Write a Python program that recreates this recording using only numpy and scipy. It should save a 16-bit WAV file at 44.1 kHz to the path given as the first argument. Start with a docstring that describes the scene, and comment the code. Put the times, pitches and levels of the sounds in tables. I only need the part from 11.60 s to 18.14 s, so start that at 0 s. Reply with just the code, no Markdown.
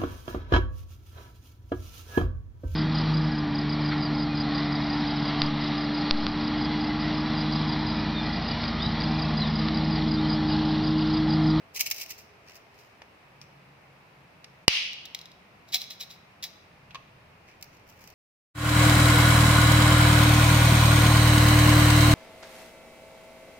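"""Opening a can of candies

Tiny hard candies slide and rattle in a small plastic can, turned over close to two microphones in a
quiet, hard-walled room with faint ventilation and far-off hums. Fingers rub the can, a nail picks at
the plug, and the plug pops out with a puff of air, ringing through the room. The open can is shaken,
now sounding through its mouth too, then knocked, rubbed and tapped by the fingers."""
import sys
import numpy as np
from scipy import signal
from scipy.fft import rfft, irfft
from scipy.io import wavfile
from scipy.ndimage import uniform_filter1d, minimum_filter1d

SR = 44100
rng = np.random.default_rng(int(sys.argv[2]) if len(sys.argv) > 2 else 0)


def output_pcm(signal):
    """Save a mono or channel-first signal as 16-bit PCM at the path in sys.argv[1].

    Samples are clipped to [-1, 1] before scaling.
    """
    pcm = np.clip(np.atleast_2d(signal).T, -1, 1) * 32767
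    wavfile.write(sys.argv[1], SR, np.round(pcm).astype(np.int16))


N = 288414
CLICK_SAMPLES = 2048
CLICK_HZ = np.fft.rfftfreq(CLICK_SAMPLES, 1 / SR)

# the tone of the ventilation: f/Hz, relative level/dB
VENT_TONE = [(20, -33), (45, -15.5), (90, -5.5), (190, -8), (260, -10.5), (400, -10.5), (650, -8.5),
             (1100, -10), (1500, -13.5), (2550, -12), (3300, -22.5), (5200, -26.5), (7300, -36),
             (15500, -38)]
# how alike its left and right sides are: f/Hz, likeness (1 = the same)
VENT_LIKENESS = [(60, 0.96), (130, 0.87), (290, 0.73), (640, 0.39), (1400, 0), (15000, 0.023)]
# far-off hums: start/s, end/s, f/Hz, width/Hz, level/dB
FAR_HUMS = [(-.2, 1.55, 415, 22, -68.5), (-.2, 1.2, 660, 20, -70), (1.55, 3.05, 138, 4.9, -64),
            (1.6, 6.8, 169.7, 28, -67), (5, 5.85, 121, 46, -60), (5.7, 6.8, 104, 56, -64.5)]
# the heap of candies slides and lands on the wall: t/s, level/dB, swell/s
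HEAP_LANDINGS = [(0.169, -30.5, .012), (0.195, -27, 0.0011), (0.209, -19, 0.0053), (.264, -26, 0.0033),
                 (.312, -20, .0015), (0.385, -39, 0.019), (.419, -32.5, 0.016), (.506, -34.5, 0.01),
                 (.590, -47, 0.0088), (4.089, -56.5, 0.0076), (4.132, -34.5, 0.0061),
                 (4.1455, -22.5, 0.004), (4.154, -28, 0.00082), (4.218, -44, 0.015), (4.308, -39.5, 0.0034),
                 (4.411, -36, 0.0061), (4.509, -47.5, 0.0072), (4.828, -36.5, 0.0019), (4.839, -33, 0.002)]
# one candy strikes the can: t/s, level/dB, brightness/(dB per octave)
CANDY_HITS = [(.2108, 3, 3.5), (0.302, -5, 6), (0.345, -12.5, 3), (0.363, -14, 3), (0.462, -18.5, -0.5),
              (3.332, -22.5, -2), (3.454, -25.5, -2), (3.457, -22, 2.5), (3.5479, -11.5, -4),
              (3.590, -25, -2.5), (3.614, -26, -1.5), (3.657, -27, -2.5), (3.717, -34, -2),
              (4.1459, -7.5, -2.5), (4.2174, -16, -2), (4.24, -25, -4), (4.434, -31, -4)]
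# the tone of the closed can when struck: f/Hz, relative level/dB
WALL_TONE = [(100, -42.5), (600, -24.5), (1000, -21), (1500, -21), (2000, -5.5), (2450, 1), (2850, -0.5),
             (3350, -10), (4300, -4), (5200, 2), (6100, -1.5), (7200, -7), (9800, -15), (12300, -8),
             (13600, -4.5), (15500, -4.5)]
# notes of the air in the open mouth: f/Hz, relative level/dB, time to fade 60 dB/s
MOUTH_NOTES = [(750, -14, 0.09), (2252, -15, 0.0066), (3472, 10.5, 0.018), (3850, 14, 0.02),
               (4020, 12.5, 0.018), (4790, 9.5, 0.022), (5200, 11.5, 0.014)]
# skin drags over the wall: t/s at the firmest, level/dB, length/s, brightness/(dB per octave)
SKIN_RUBS = [(0.897, -52, 0.052, -5), (.955, -48.5, 0.021, -1), (1.21, -59, 0.094, -3),
             (1.825, -57, .02, -4.5), (5.898, -56.5, 0.051, -7.5), (6.163, -61.5, 0.054, -2),
             (6.302, -55, 0.044, 0.5), (6.408, -57, 0.066, 0), (6.485, -60, .1, -3)]
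# a nail picks at the plug: t/s, level/dB, brightness/(dB per octave)
NAIL_PICKS = [(1.4188, -19.5, -9), (1.815, -20.5, -1.5), (2.844, -19.5, -2)]
# the tone of the plug's snapping edge: f/Hz, relative level/dB
SNAP_TONE = [(100, -26.5), (700, -15), (1500, -10.5), (2100, 1), (2900, -2), (4200, -1.5), (5100, 3),
             (6000, 0.5), (7200, -15.5), (9000, -12.5), (15500, -24.5)]
# the plug lets go in quick slips: t/s, level/dB
PLUG_SLIPS = [(3.0800, 19), (3.0811, 14.5), (3.0825, 19)]
# notes of the freed rim: f/Hz, relative level/dB, time to fade 60 dB/s
RIM_NOTES = [(2308, -8.5, 0.017), (2730, 2, 0.015), (2870, 10.5, 0.021), (3830, -12, 0.0055),
             (4700, 14, 0.013)]
# the tone of the escaping air: f/Hz, relative level/dB
PUFF_TONE = [(20, -20), (70, -3), (130, -1), (300, -3), (700, -5), (1100, -5.5), (1600, -21), (4000, -40),
             (16000, -60)]
# the tone of the pop as it spreads toward the room's walls: f/Hz, relative level/dB
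SPREAD_TONE = [(100, -19), (700, -10), (1500, -12.5), (2100, 1), (2900, 9.5), (3600, 2.5), (5000, 2),
               (5600, -3.5), (6200, -6), (7300, -16.5), (9000, -15.5), (15500, -29.5)]
# a fingertip knocks on the can: t/s, level/dB, strength of the base's ring
FINGER_KNOCKS = [(5.308, -23, .05), (5.3467, -14.5, 0.22), (5.355, -14, 1.1)]
# the tone of the can under a soft fingertip: f/Hz, relative level/dB
THUD_TONE = [(100, -27), (600, -6.5), (1100, -3), (1800, -8), (2600, 6), (3400, 0.5), (4500, -5.5),
             (6500, -15.5), (9000, -32), (15500, -27)]
# notes of the can's base: f/Hz, relative level/dB, time to fade 60 dB/s
BASE_NOTES = [(834, -28, 0.11), (1082, 2, 0.11), (1130, 10, 0.028), (1610, 1, 0.028), (2640, -9, 0.068)]
# the can brushes the fingers: t/s, level/dB
FINGER_TAPS = [(6.012, -28), (6.0262, -12.5), (6.042, -25.5), (6.440, -25.5), (6.4752, -22), (6.502, -26.5)]
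# how long the room rings: f/Hz, time to fade 60 dB/s
ECHO_FADE = [(150, 0.13), (700, 0.42), (1500, 0.51), (2900, 0.808), (5000, 0.67), (7000, 0.58),
             (14000, 0.36)]
# how strongly the room rings: f/Hz, level/dB
ECHO_LEVEL = [(100, -41.5), (600, -14.5), (1400, -8.5), (2200, -9.5), (2900, -11), (4000, -12.5),
              (6000, -11), (7500, -18), (14000, -14)]

OPEN_S, POP_S = PLUG_SLIPS[0][0], PLUG_SLIPS[1][0]


def amp(db):
    """Turns decibels into a number to multiply by."""
    return 10 ** (np.asarray(db) / 20)


def unit(x):
    """Scales a sound to an average energy of one per channel."""
    return x / np.sqrt(np.mean(np.sum(x ** 2, -1)) + 1e-20)


def read(table, hz):
    """Reads between a table's rows, with octaves evenly spaced."""
    row_hz, value = np.transpose(table)
    return np.interp(np.log(hz + 1), np.log(row_hz), value)


def add(mix, s, sound):
    """Mixes a sound in at s seconds."""
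    part = mix[:, max(round(s * SR), 0):][:, :sound.shape[1]]
    part += sound[:, :part.shape[1]]


def click(tone_db):
    """The quickest-dying click that has this tone."""
    cepstrum = irfft(np.log(amp(tone_db)))
    # folding the late half onto the early half packs the energy at the start
    cepstrum[..., 1:CLICK_SAMPLES // 2] *= 2
    cepstrum[..., CLICK_SAMPLES // 2 + 1:] = 0
    return unit(irfft(np.exp(rfft(cepstrum))))


def contact(tone, tilt=0, clatter_s=0.0034, direct=0.42, apart_hz=3500):
    """A click bounces about in the can and throws its treble differently to each side."""
    t = np.arange(CLICK_SAMPLES) / SR
    clatter = rfft(unit(rng.standard_normal((3, CLICK_SAMPLES)) * np.exp(-t / clatter_s)))
    apart = CLICK_HZ ** 2 / (CLICK_HZ ** 2 + apart_hz ** 2)
    paths = direct + np.sqrt(1 - apart) * clatter[2] + np.sqrt(apart) * clatter[:2]
    octaves = np.log2(np.maximum(CLICK_HZ, 900) / 4000)
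    strike = click(read(tone, CLICK_HZ) + tilt * octaves)  # more tilt is brighter
    return unit(irfft(paths * rfft(strike)))


def ring(notes, detune=0):
    """A struck part rings with fading notes; detune shifts them a little, as grip and aim vary."""
    t = np.arange(CLICK_SAMPLES) / SR
    shifts = 1 + detune * rng.standard_normal(len(notes))
    sound = np.zeros(CLICK_SAMPLES)
    for (hz, db, fade_s), shift in zip(notes, shifts):
        note = amp(db - 60 * t / fade_s) * np.sin(2 * np.pi * hz * shift * t)
        # a small body gives off little below its note
        bass_cut = signal.butter(4, hz / np.sqrt(2), "high", fs=SR)
        sound += signal.lfilter(*bass_cut, note)
    return unit(sound)


def arrive(sound, lag_s=8.5e-5):
    """The can is nearer the right microphone, so its sound reaches the left one later."""
    fade = np.minimum(np.linspace(2, 0, CLICK_SAMPLES), 1) ** 2
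    delay = np.exp(-2j * np.pi * CLICK_HZ * np.array([[lag_s], [0]]))
    return fade * irfft(rfft(sound) * delay)


def wall_hit(tilt, mouth=0):
    """One hit on the can's wall, which may also ring the air in its mouth."""
    wall = arrive(contact(WALL_TONE, tilt))
    # the mouth faces the microphones more squarely, so it lags less
    return wall + mouth * arrive(ring(MOUTH_NOTES, detune=0.022), lag_s=4e-5)


def swarm(rows, envelope, per_s, scatter_db, tilt, mouth=0, spots=14):
    """Bursts of tiny random hits on several spots of the wall, each burst shaped by the envelope."""
    spot_sounds = [wall_hit(tilt, mouth) for _ in range(spots)]
    out = np.zeros((2, N))
    t = np.arange(-SR // 8, SR // 3) / SR
    for s, db, span_s in rows:
        shape = envelope(t, db, span_s)
        hit = (rng.random(len(t)) < per_s / SR) | (t == 0)
        size = amp(scatter_db * np.clip(rng.standard_normal(len(t)), -2, 2))
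        force = size * rng.choice([-1, 1], len(t)) * shape
        spot = rng.integers(0, spots, len(t))
        burst = np.zeros((2, len(t)))
        for i in np.flatnonzero(hit & (shape > .01)):
            add(burst, i / SR, force[i] * spot_sounds[spot[i]])
        add(out, s + t[0], amp(db) * np.linalg.norm(shape) * unit(burst))
    return out


def ventilation(level_db=-56):
    """A steady rush of air, alike on both sides in the bass."""
    hz = np.fft.rfftfreq(N, 1 / SR)
    left, other = rfft(rng.standard_normal((2, N)))
    likeness = np.clip(read(VENT_LIKENESS, hz), -1, 1)
    right = likeness * left + np.sqrt(1 - likeness ** 2) * other
    rush = irfft(np.array([left, right]) * amp(read(VENT_TONE, hz)), N)
    return amp(level_db) * np.sqrt(N) * unit(rush)


def hums(fade_s=0.18):
    """Far-off hums: narrow, wavering bands of noise that come and go."""
    hz, t = np.fft.rfftfreq(N, 1 / SR), np.arange(N) / SR
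    out = np.zeros(N)
    for start, end, centre_hz, width_hz, db in FAR_HUMS:
        band = irfft(rfft(rng.standard_normal(N)) / (1 + ((hz - centre_hz) / width_hz) ** 2), N)
        fade = np.clip(np.minimum(t - start, end - t) / fade_s, 0, 1)
        out += amp(db) * np.sqrt(N) * unit(band) * fade
    return out


def landing(t, db, swell_s):
    """Loudness over time as the heap gathers, lands and settles, and a few candies bounce on."""
    gather = np.exp(-.5 * (t / swell_s) ** 2)
    settle_s = 0.011 * 2 ** ((-28 - db) / 18)  # a softer landing takes longer to settle
    settle = np.exp(-abs(t) / settle_s)
    stragglers = amp(-33) * np.exp(-abs(t) / 0.1)
    return np.where(t < 0, gather, np.maximum(settle, stragglers))


def candies(open_boost_db=3):
    """Candies hit the wall in heaps and singly; once the plug is out, the mouth rings too."""
    before = [row for row in HEAP_LANDINGS if row[0] < OPEN_S]
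    after = [row for row in HEAP_LANDINGS if row[0] > OPEN_S]
    closed = swarm(before, landing, per_s=1700, scatter_db=5, tilt=0)
    opened = swarm(after, landing, per_s=1700, scatter_db=5, tilt=-0.88, mouth=1.28)
    out = closed + amp(open_boost_db) * opened
    for s, db, tilt in CANDY_HITS:
        add(out, s, amp(db) * wall_hit(tilt, mouth=1.84 if s > OPEN_S else 0))
    return out


def room_echo(sound, build_s=0.0013):
    """Hard walls return a wash of echoes; each pitch dies away at its own speed."""
    hz, t, noise = signal.stft(rng.standard_normal((2, SR)), SR, nperseg=256)
    fade_rate = np.log(1000) / read(ECHO_FADE, hz)[:, None]
    level = amp(read(ECHO_LEVEL, hz))[:, None] * np.sqrt(2 * fade_rate / SR)
    tail = signal.istft(noise * level * np.exp(-fade_rate * t), SR, nperseg=256)[1]
    tail *= 1 - np.exp(-np.arange(tail.shape[1]) / SR / build_s)
    return signal.fftconvolve(sound, tail, axes=1)[:, :N]


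def stroke(t, _db, length_s):
    """Loudness over time as a finger presses, slides and lets go."""
    swell_s, fade_s = 0.48 * length_s, 0.71 * length_s
    return np.exp(np.where(t < 0, -.5 * (t / swell_s) ** 2, -t / fade_s))


def rubs():
    """Skin sticks and slips on the plastic in many tiny jerks."""
    return sum(swarm([(s, db, length_s)], stroke, per_s=450, scatter_db=4.5, tilt=tilt, spots=5)
               for s, db, length_s, tilt in SKIN_RUBS)


def picks():
    """A fingernail snaps the edge of the plug."""
    out = np.zeros((2, N))
    for s, db, tilt in NAIL_PICKS:
        add(out, s, amp(db) * arrive(contact(SNAP_TONE, tilt)))
    return out


def pop(rim_db=21):
    """The plug snaps past the rim, which rings as it comes free."""
    out = np.zeros((2, N))
    for s, db in PLUG_SLIPS:
        snap = contact(SNAP_TONE, clatter_s=0.00041, direct=0.58, apart_hz=2185)
        add(out, s, amp(db) * arrive(snap))
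    add(out, POP_S, amp(rim_db) * arrive(ring(RIM_NOTES)))
    return out


def puff(left_db=8, right_db=24):
    """The air let out by the plug blows mostly on the right microphone."""
    out = np.zeros((2, N))
    fade = np.cos(np.linspace(0, np.pi / 2, CLICK_SAMPLES)) ** 2
    add(out, OPEN_S, amp([[left_db], [right_db]]) * fade * click(read(PUFF_TONE, CLICK_HZ)))
    return out


def pop_spread(level_db=26.5):
    """The part of the pop that spreads out and sets the room ringing."""
    out = np.zeros((2, N))
    add(out, POP_S, amp(level_db) * click(read(SPREAD_TONE, CLICK_HZ))[None])
    return out


def knocks():
    """A soft fingertip thuds on the can and rings its base."""
    out = np.zeros((2, N))
    for s, db, base in FINGER_KNOCKS:
        thud = contact(THUD_TONE, clatter_s=0.0067)
        add(out, s, amp(db) * arrive(thud + base * ring(BASE_NOTES)))
    return out


def taps():
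    """The can's wall brushes the fingers with bright taps."""
    out = np.zeros((2, N))
    for s, db in FINGER_TAPS:
        add(out, s, amp(db) * wall_hit(tilt=0.4))
    return out


def scene():
    """The can close by, its echo, and the room's quiet background."""
    can = candies() + rubs() + taps() + knocks() + picks()
    return can + pop() + puff() + room_echo(can + pop_spread()) + ventilation() + hums()


def record(dry, limit_db=-2, deepest_db=10, recover_db_per_s=130, ahead_s=.014, ceiling=0.83):
    """A limiter turns the level down around the pop, whose tip still clips; the top treble is cut."""
    peak_db = 20 * np.log10(abs(dry).max(0) + 1e-9)
    over_db = np.clip(peak_db - limit_db, 0, deepest_db)
    recovery_db = np.arange(N) / SR * recover_db_per_s
    held_db = np.maximum.accumulate(over_db + recovery_db) - recovery_db
    ahead = round(ahead_s * SR)
    coming_db = np.roll(-minimum_filter1d(-held_db, 2 * ahead), -ahead)  # the deepest dip just ahead
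    dip_db = uniform_filter1d(np.maximum(held_db, coming_db), ahead)
    limited = np.clip(dry * amp(-dip_db), -ceiling, ceiling)
    treble_cut = signal.firwin(127, 15750, window=("kaiser", 8), fs=SR)
    return signal.oaconvolve(limited, treble_cut[None], "same")


dry = scene()
out = record(dry)
output_pcm(out)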